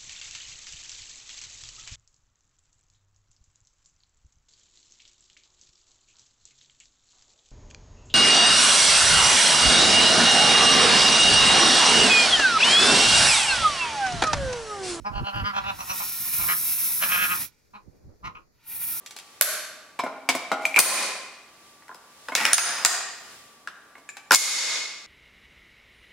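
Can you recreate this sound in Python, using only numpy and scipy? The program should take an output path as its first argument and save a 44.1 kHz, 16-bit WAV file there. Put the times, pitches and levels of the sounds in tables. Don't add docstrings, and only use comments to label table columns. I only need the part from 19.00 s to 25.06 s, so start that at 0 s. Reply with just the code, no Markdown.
import sys
import numpy as np
from scipy import signal
from scipy.io import wavfile
from scipy.ndimage import uniform_filter1d

SR = 44100
rng = np.random.default_rng(int(sys.argv[2]) if len(sys.argv) > 2 else 0)


def unload_wav(signal):
    wavfile.write(
        sys.argv[1],
        SR,
        np.round(np.clip(np.atleast_2d(signal).T, -1, 1) * 32767).astype(np.int16),
    )


N = 267357
BANDS_HZ = 31.25 * 2 ** np.arange(.25, 9, .5)
DIRECTIONS = 4

GUN_PARTS = { "catch": (30000, [(619, 7, 0.033), (1487, -3, 0.011), (2094, -19.5, 0.016),
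             (11380, -7.5, 0.0062)]), "drum": (4600, [(264, -13.5, 0.13), (700, -10.5, 0.23),
             (1015, -12, 0.024), (2193, -15.5, 0.035), (2305, -3.5, 0.11), (3020, -25, 0.25)]),
             "edge": (4000, [(1030, 6, .05), (2340, -3, .08), (5250, -11, .3)]),
             "grip": (2700, [(1413, -1.5, 0.02), (1667, -4, 0.046)]), "lip": (8200, [(2346, 8.5, 0.017),
             (2372, 7.5, 0.063)]), "well": (9100, [(266, -8.5, 0.086), (647, -5, 0.042),
             (1039, -6.5, 0.081), (1490, -8, 0.073), (2150, -1.5, 0.037)]), "rim": (4300, [(274, -18, 0.13),
             (640, -11, 0.42), (805, -6.5, 0.074), (1020, -14, 0.056), (1300, -9.5, 0.046),
             (1413, -4, 0.14), (2100, -10.5, 0.038)]), "lock": (60000, [(728, -20, 0.154),
             (1040, -11.5, 0.034), (1460, -16.5, 0.02), (2074, -12.5, 0.035), (2478, -7.5, 0.036),
             (5140, -20, 0.0014), (9000, -8, 0.0079)]), "sear": (7500, [(130, 3.5, 0.013), (713, 9, 0.075),
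             (1384, 1.5, 0.032), (1697, -5.5, 0.033), (5760, -10, .004), (6530, -8, 0.016),
             (9260, -6, 0.044), (9350, -7, 0.028)]), "frame": (12500, [(910, -10.5, 0.0237),
             (1220, -19, 0.038), (1920, -25.5, 0.02), (5040, -4, 0.024)]),
             "notch": (9500, [(730, -6, 0.034), (1224, -7, 0.017), (1440, -12.5, 0.2), (1840, -11.5, 0.028),
             (4860, -7, 0.0097), (6700, -6, 0.003), (7500, -9.5, 0.0048), (8430, -8.5, .018)]),
             "guide": (6700, [(900, -9, 0.014), (1446, -11, 0.028), (1790, -12.5, 0.0087),
             (1950, -9.5, 0.028), (2266, -12.5, 0.058), (2450, -13.5, 0.022), (5400, -9.5, .012)]),
             "lever": (6000, [(817, 2, 0.041), (2310, -16, 0.12)]), "receiver": (1800, [(860, -6, 0.023),
             (1030, -1.5, 0.045), (1416, -2, 0.023), (1610, -5, 0.017)]), "stock": (5600, [(215, 10, 0.24),
             (878, 19, 0.048)]), "trigger": (5900, [(1706, 7, 0.033), (2320, 6.5, 0.1), (2490, 2, 0.051),
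             (7140, 0.5, 0.05), (8400, -11.5, 0.078)]), "bolt": (7500, [(2170, -9.5, 0.063),
             (5970, -10.5, 0.001), (7000, -14.5, 0.0088)])}


def contacts(mode_spread_db=1.0, mode_split=.006, steel_top_db=-14, level_window_s=.003):
    # start in seconds, part, level, thud and brightness in dB.
    blows = [ (0.061, "lever", -33.5, -31.5, 5), (.108, "lever", -35.5, -20, 4),
             (0.164, "lever", -36, -10, 8), (.187, "lever", -34.5, -17.5, 4.5),
             (.411, "catch", -2.5, -22, 3.5), (.990, "drum", -20.5, -0.5, -4.5),
             (0.9955, "edge", -25.5, -2.5, -4), (1.036, "well", -30, 11.5, -7),
             (1.0625, "rim", -28, 6.5, -8.5), (1.289, "drum", -11.5, -3, 5), (1.35, "well", -27, 6.5, 3.5),
             (1.516, "rim", -16, 5, -3), (1.653, "lip", -29.5, 7, 8.5), (1.743, "lip", -31, -19.5, -3),
             (1.7612, "lip", -14.5, -3, -3), (1.7897, "lock", 4.5, -2.5, 8),
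             (2.822, "guide", -44.5, -9, -23), (2.881, "guide", -42.5, -11, -6),
             (2.892, "receiver", -42, 6, -29), (2.914, "receiver", -38.5, 0.5, -29),
             (2.945, "frame", -45, 7, 1.5), (3.2845, "frame", -20, -3, -18.5),
             (3.32, "well", -24, -3.5, -17), (3.3515, "bolt", -12, -9.5, 1),
             (3.416, "stock", -36.5, -11, 3.5), (3.452, "guide", -7.5, -18, -4),
             (3.532, "sear", -5, -25.5, 8), (3.5804, "frame", -2.5, -18, -8.5),
             (3.849, "notch", -2, -12.5, -0.5), (4.6735, "grip", -25, -13.5, 1),
             (4.953, "bolt", -32.5, -10, -35), (5.090, "trigger", -42.5, -4, 5),
             (5.168, "lever", -27.5, -16, -6), (5.308, "guide", -15.5, 5, 1.5),
             (5.3101, "receiver", -3, -16.5, 2.5), (5.3182, "frame", -5.5, -13.5, -6),
             (5.3468, "bolt", 14.5, -12, 11.5)]
    chatter_t60_s = {"catch": .007, "drum": .06, "edge": .04, "grip": .013, "lip": .05, "well": .055, "rim":
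                     .05, "lock": .028, "sear": .016, "frame": .019, "notch": .019, "guide": .016, "lever":
                     .028, "receiver": .013, "stock": .05, "trigger": .04, "bolt": .018}
    blows = blows + rattles()
    t = np.arange(SR // 4) / SR
    short = len(t) // 4
    envelopes = np.array([attack(t[:short], bright_db) * decay(t[:short], chatter_t60_s[part])
                          for _, part, _, _, bright_db in blows])
    bursts = rng.standard_normal((len(blows), 2, DIRECTIONS, short)) * envelopes[:, None, None]
    cracks = np.stack([unit_energy(band(bursts[:, k % 2], hz)) for k, hz in enumerate(BANDS_HZ)], axis=1)
    chatter, steel_drive, rings = np.zeros((3, DIRECTIONS, N + len(t)))
    for crack, (start_s, part, *blow) in zip(cracks, blows):
        level_db, _, bright_db = blow
        top_hz, modes = GUN_PARTS[part]
        at = round(start_s * SR)
        burst = np.tensordot(force(BANDS_HZ, *blow) * crack_colour(top_hz), crack, axes=1)
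        chatter[:, at:at + short] += burst
        steel_drive[:, at:at + short] += burst * min(1, from_db(steel_top_db - level_db))
        for hz, mode_db, t60_s in modes:
            partials = np.sin(2 * np.pi * np.outer(rng.normal(hz, hz * mode_split, size=3), t))
            ring = unit_energy(sum(partials) * attack(t, bright_db) * decay(t, t60_s))
            polarity = np.sign(rng.standard_normal(DIRECTIONS))
            lobes = polarity * from_db(mode_spread_db * rng.standard_normal(DIRECTIONS))
            rings[:, at:at + len(t)] += force(hz, *blow) * from_db(mode_db) * np.outer(lobes, ring)
    return (chatter + sheet_steel(steel_drive, t) + rings)[:, :N] * np.sqrt(level_window_s * SR)


def rattles(knocks_per_s=160, jitter=.32, spread_db=8):
    # start and end in seconds, part, level and thud in dB.
    runs = [(1.774, 1.784, "receiver", -19, -2.5), (4.971, 4.99, "well", -59, 3),
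            (5.327, 5.347, "receiver", -17.5, -5.5)]
    knocks = []
    for start_s, end_s, part, level_db, thud_db in runs:
        for even_s in np.arange(start_s + .5 / knocks_per_s, end_s, 1 / knocks_per_s):
            at_s = even_s + jitter * rng.uniform(-1.1, 1) / knocks_per_s
            knocks.append((at_s, part, level_db + rng.normal(0, spread_db), thud_db, 0))
    return knocks


def sheet_steel(drive, t, mode_count=180, range_hz=(2500, 13000), t60_s=.11, gain_db=-9):
    partials = np.sin(2 * np.pi * np.outer(rng.uniform(*range_hz, mode_count), t)) * decay(t, t60_s)
    body = unit_energy(rng.standard_normal((DIRECTIONS, mode_count)) @ partials)
    return from_db(gain_db) * signal.fftconvolve(drive, body, axes=1)[:, :N + len(t)]


def slides(catches_per_s=400, grain_db=7, top_hz=8000):
    # start and end in seconds, part, level, thud and brightness in dB.
    drags = [(1.612, 1.785, "lip", -57, -0.5, 9), (3.373, 3.542, "guide", -26, -9.5, -6.5),
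             (3.577, 3.87, "frame", -34, -8, -7.5), (5.317, 5.344, "bolt", -23, 1.5, 8)]
    out = np.zeros((DIRECTIONS, N))
    t = np.arange(SR // 3) / SR
    for start_s, end_s, part, *pressure in drags:
        roughness = np.interp(t * catches_per_s, np.arange(len(t)), rng.uniform(-0.68, 1, len(t)))
        grains = from_db(grain_db * roughness) * (t < end_s - start_s)
        body = 0
        for k, (hz, mode_db, t60_s) in enumerate(GUN_PARTS[part][1]):
            mode = unit_energy(np.sin(2 * np.pi * hz * t) * decay(t, t60_s))
            body = body + force(hz, *pressure) * from_db(mode_db) * mode * (-1) ** k
        friction = grains * rng.standard_normal((DIRECTIONS, len(t)))
        ring = signal.fftconvolve(friction, body[None], axes=1)[:, :len(t)]
        scrape = noise(force(BANDS_HZ, *pressure) * crack_colour(top_hz), grains, channels=DIRECTIONS)
        at = round(start_s * SR)
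        out[:, at:at + len(t)] += ring + scrape
    return out


def force(hz, level_db, thud_db, bright_db, thud_hz=780, body_hz=1790, bright_hz=4520):
    return from_db(level_db + at_hz([(thud_hz, thud_db), (body_hz, 0), (bright_hz, bright_db)], hz))


def attack(t, bright_db, rise_s=.0003, doubling_db=7, longest_s=.0012):
    return -np.expm1(-t / min(rise_s * 2 ** (-bright_db / doubling_db), longest_s))


def crack_colour(top_hz):
    # frequency in Hz, relative level in dB per half octave.
    spectrum = [(40, -58.5), (120, -34), (250, -20), (400, -18.5), (650, -10), (1700, -10), (3700, -11.5),
                (5800, -9.5), (10000, -7), (15000, -11.5)]
    return from_db(at_hz(spectrum, BANDS_HZ)) / np.hypot(1, np.square(BANDS_HZ / top_hz))


def room(rays, build_s=.0011, wall_lag_s=.0083, wall_db=-8.5, scatter_t60_s=.048):
    # frequency in Hz, T60 in seconds.
    echo_t60_s = [(100, 0.83), (300, 1), (1000, 0.97), (2500, 1), (5000, 0.87), (8000, 0.7), (14000, 0.33)]
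    # frequency in Hz, echo energy against direct in dB.
    echo_db = [(100, -13.5), (300, -4.5), (1000, -3), (2500, -6), (6000, -7), (14000, -7.5)]
    direct_side_db, echo_side_db = -10.5, -4
    t = np.arange(SR) / SR
    white = rng.standard_normal((2, 2, DIRECTIONS, SR))
    response = 0
    for k, hz in enumerate(BANDS_HZ):
        envelope = unit_energy(decay(t, at_hz(echo_t60_s, hz)) * (1 - np.exp(-t / build_s)))
        response = response + band(white[k % 2], hz) * (envelope * from_db(at_hz(echo_db, hz)))
    echo = signal.fftconvolve(rays[None], response, axes=2).sum(axis=1)[:, :N] / np.sqrt(DIRECTIONS)
    scatter = unit_energy(rng.standard_normal((2, SR)) * decay(t, scatter_t60_s))
    wall = signal.fftconvolve(rays[-2:], scatter, axes=1)
    wall = np.pad(wall, ((0, 0), (round(wall_lag_s * SR), 0)))[:, :N]
    direct = from_db([[0], [direct_side_db]]) * rays[:2]
    return direct + from_db(wall_db) * wall + from_db([[0], [echo_side_db]]) * echo


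def sleeve(rise_db_per_s=32.5, fall_db_per_s=46.5, rest_db=-63, gain_db=-7):
    # fastest moment in seconds, relative level in dB.
    brushes = [(0.361, -55.5), (2.68, -56.5), (3.3, -52.5), (4.33, -49.5)]
    # frequency in Hz, relative level in dB per half octave.
    spectrum = [(100, -15.5), (400, -12.5), (1500, -2.5), (6000, -1), (12000, -4), (16000, -13)]
    t = np.arange(N) / SR
    strokes = [from_db(db - np.maximum(rise_db_per_s * (peak_s - t), fall_db_per_s * (t - peak_s)))
               for peak_s, db in brushes]
    envelope = np.sqrt(from_db(rest_db) ** 2 + np.sum(np.square(strokes), axis=0))
    return noise(from_db(at_hz(spectrum, BANDS_HZ) + gain_db), envelope)


def hush():
    # frequency in Hz, level in dB per half octave.
    spectrum = [(30, -70), (100, -82), (200, -72.5), (400, -69), (1000, -67.5), (2200, -76.5),
                (5000, -102.5), (10000, -77.5), (16000, -88)]
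    return noise(from_db(at_hz(spectrum, BANDS_HZ)), np.ones(N))


def whine(centre_hz=1163, wander_hz=11, wanders_per_s=60, rms_db=-62):
    t = np.arange(N) / SR
    pitch_hz = centre_hz + wander_hz * np.interp(t * wanders_per_s, np.arange(N), rng.standard_normal(N))
    return from_db(rms_db) * np.sqrt(2) * np.sin(2 * np.pi * np.cumsum(pitch_hz) / SR)


def from_db(db):
    return 10 ** (np.asarray(db) / 20)


def at_hz(points, hz):
    points_hz, values = np.transpose(points)
    return np.interp(np.log(hz), np.log(points_hz), values)


def unit_energy(x):
    return x / np.sqrt(np.sum(x ** 2, axis=-1, keepdims=True) + 1e-20)


def decay(t, t60_s):
    return np.exp(-np.log(1000) * t / t60_s)


def high_pass(x, hz, order=2):
    return signal.sosfilt(signal.butter(order, hz, "high", fs=SR, output="sos"), x + 1e-18)


def band(x, hz):
    edge = 2 ** .25
    return signal.sosfilt(signal.butter(2, [hz / edge, hz * edge], "band", fs=SR, output="sos"), x + 1e-18)


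def noise(gains, envelope, channels=2):
    white = rng.standard_normal((2, channels, len(envelope))) * envelope
    power_share = BANDS_HZ * np.pi / 4 / SR
    weights = gains / np.sqrt(power_share)
    return sum(weights[k] * band(white[k % 2], hz) for k, hz in enumerate(BANDS_HZ))


def stereo(mid, side, bass_db=-17, treble_db=2.0, corner_hz=3500):
    side = from_db(bass_db) * side + from_db(treble_db) * high_pass(side, corner_hz, order=1)
    return np.array([mid + side, mid - side])


def scene(radiation_hz=150):
    gun = high_pass(contacts() + slides(), radiation_hz)
    return stereo(*room(gun)) + stereo(*(sleeve() + hush())) + whine()


def record(dry, low_cut_hz=100, stopband_hz=16500, ceiling=.92):
    threshold_db, detect_s, attack_s, release_db_per_s = -5, .0012, .00016, 69
    power = uniform_filter1d(np.mean(dry ** 2, axis=0), round(detect_s * SR))
    over_db = np.maximum(10 * np.log10(np.maximum(power, 1e-12)) - threshold_db, 0)
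    recovery_db = release_db_per_s * np.arange(N) / SR
    duck_db = np.maximum.accumulate(over_db + recovery_db) - recovery_db
    pole = np.exp(-1 / (attack_s * SR))
    ducked = dry * from_db(-signal.lfilter([1 - pole], [1, -pole], duck_db))
    rounded = ducked / (1 + (ducked / ceiling) ** 4) ** .25
    high_cut = signal.cheby2(18, 70, stopband_hz, fs=SR, output="sos")
    return signal.sosfilt(high_cut, high_pass(rounded, low_cut_hz))


dry = scene()
out = record(dry)
unload_wav(out)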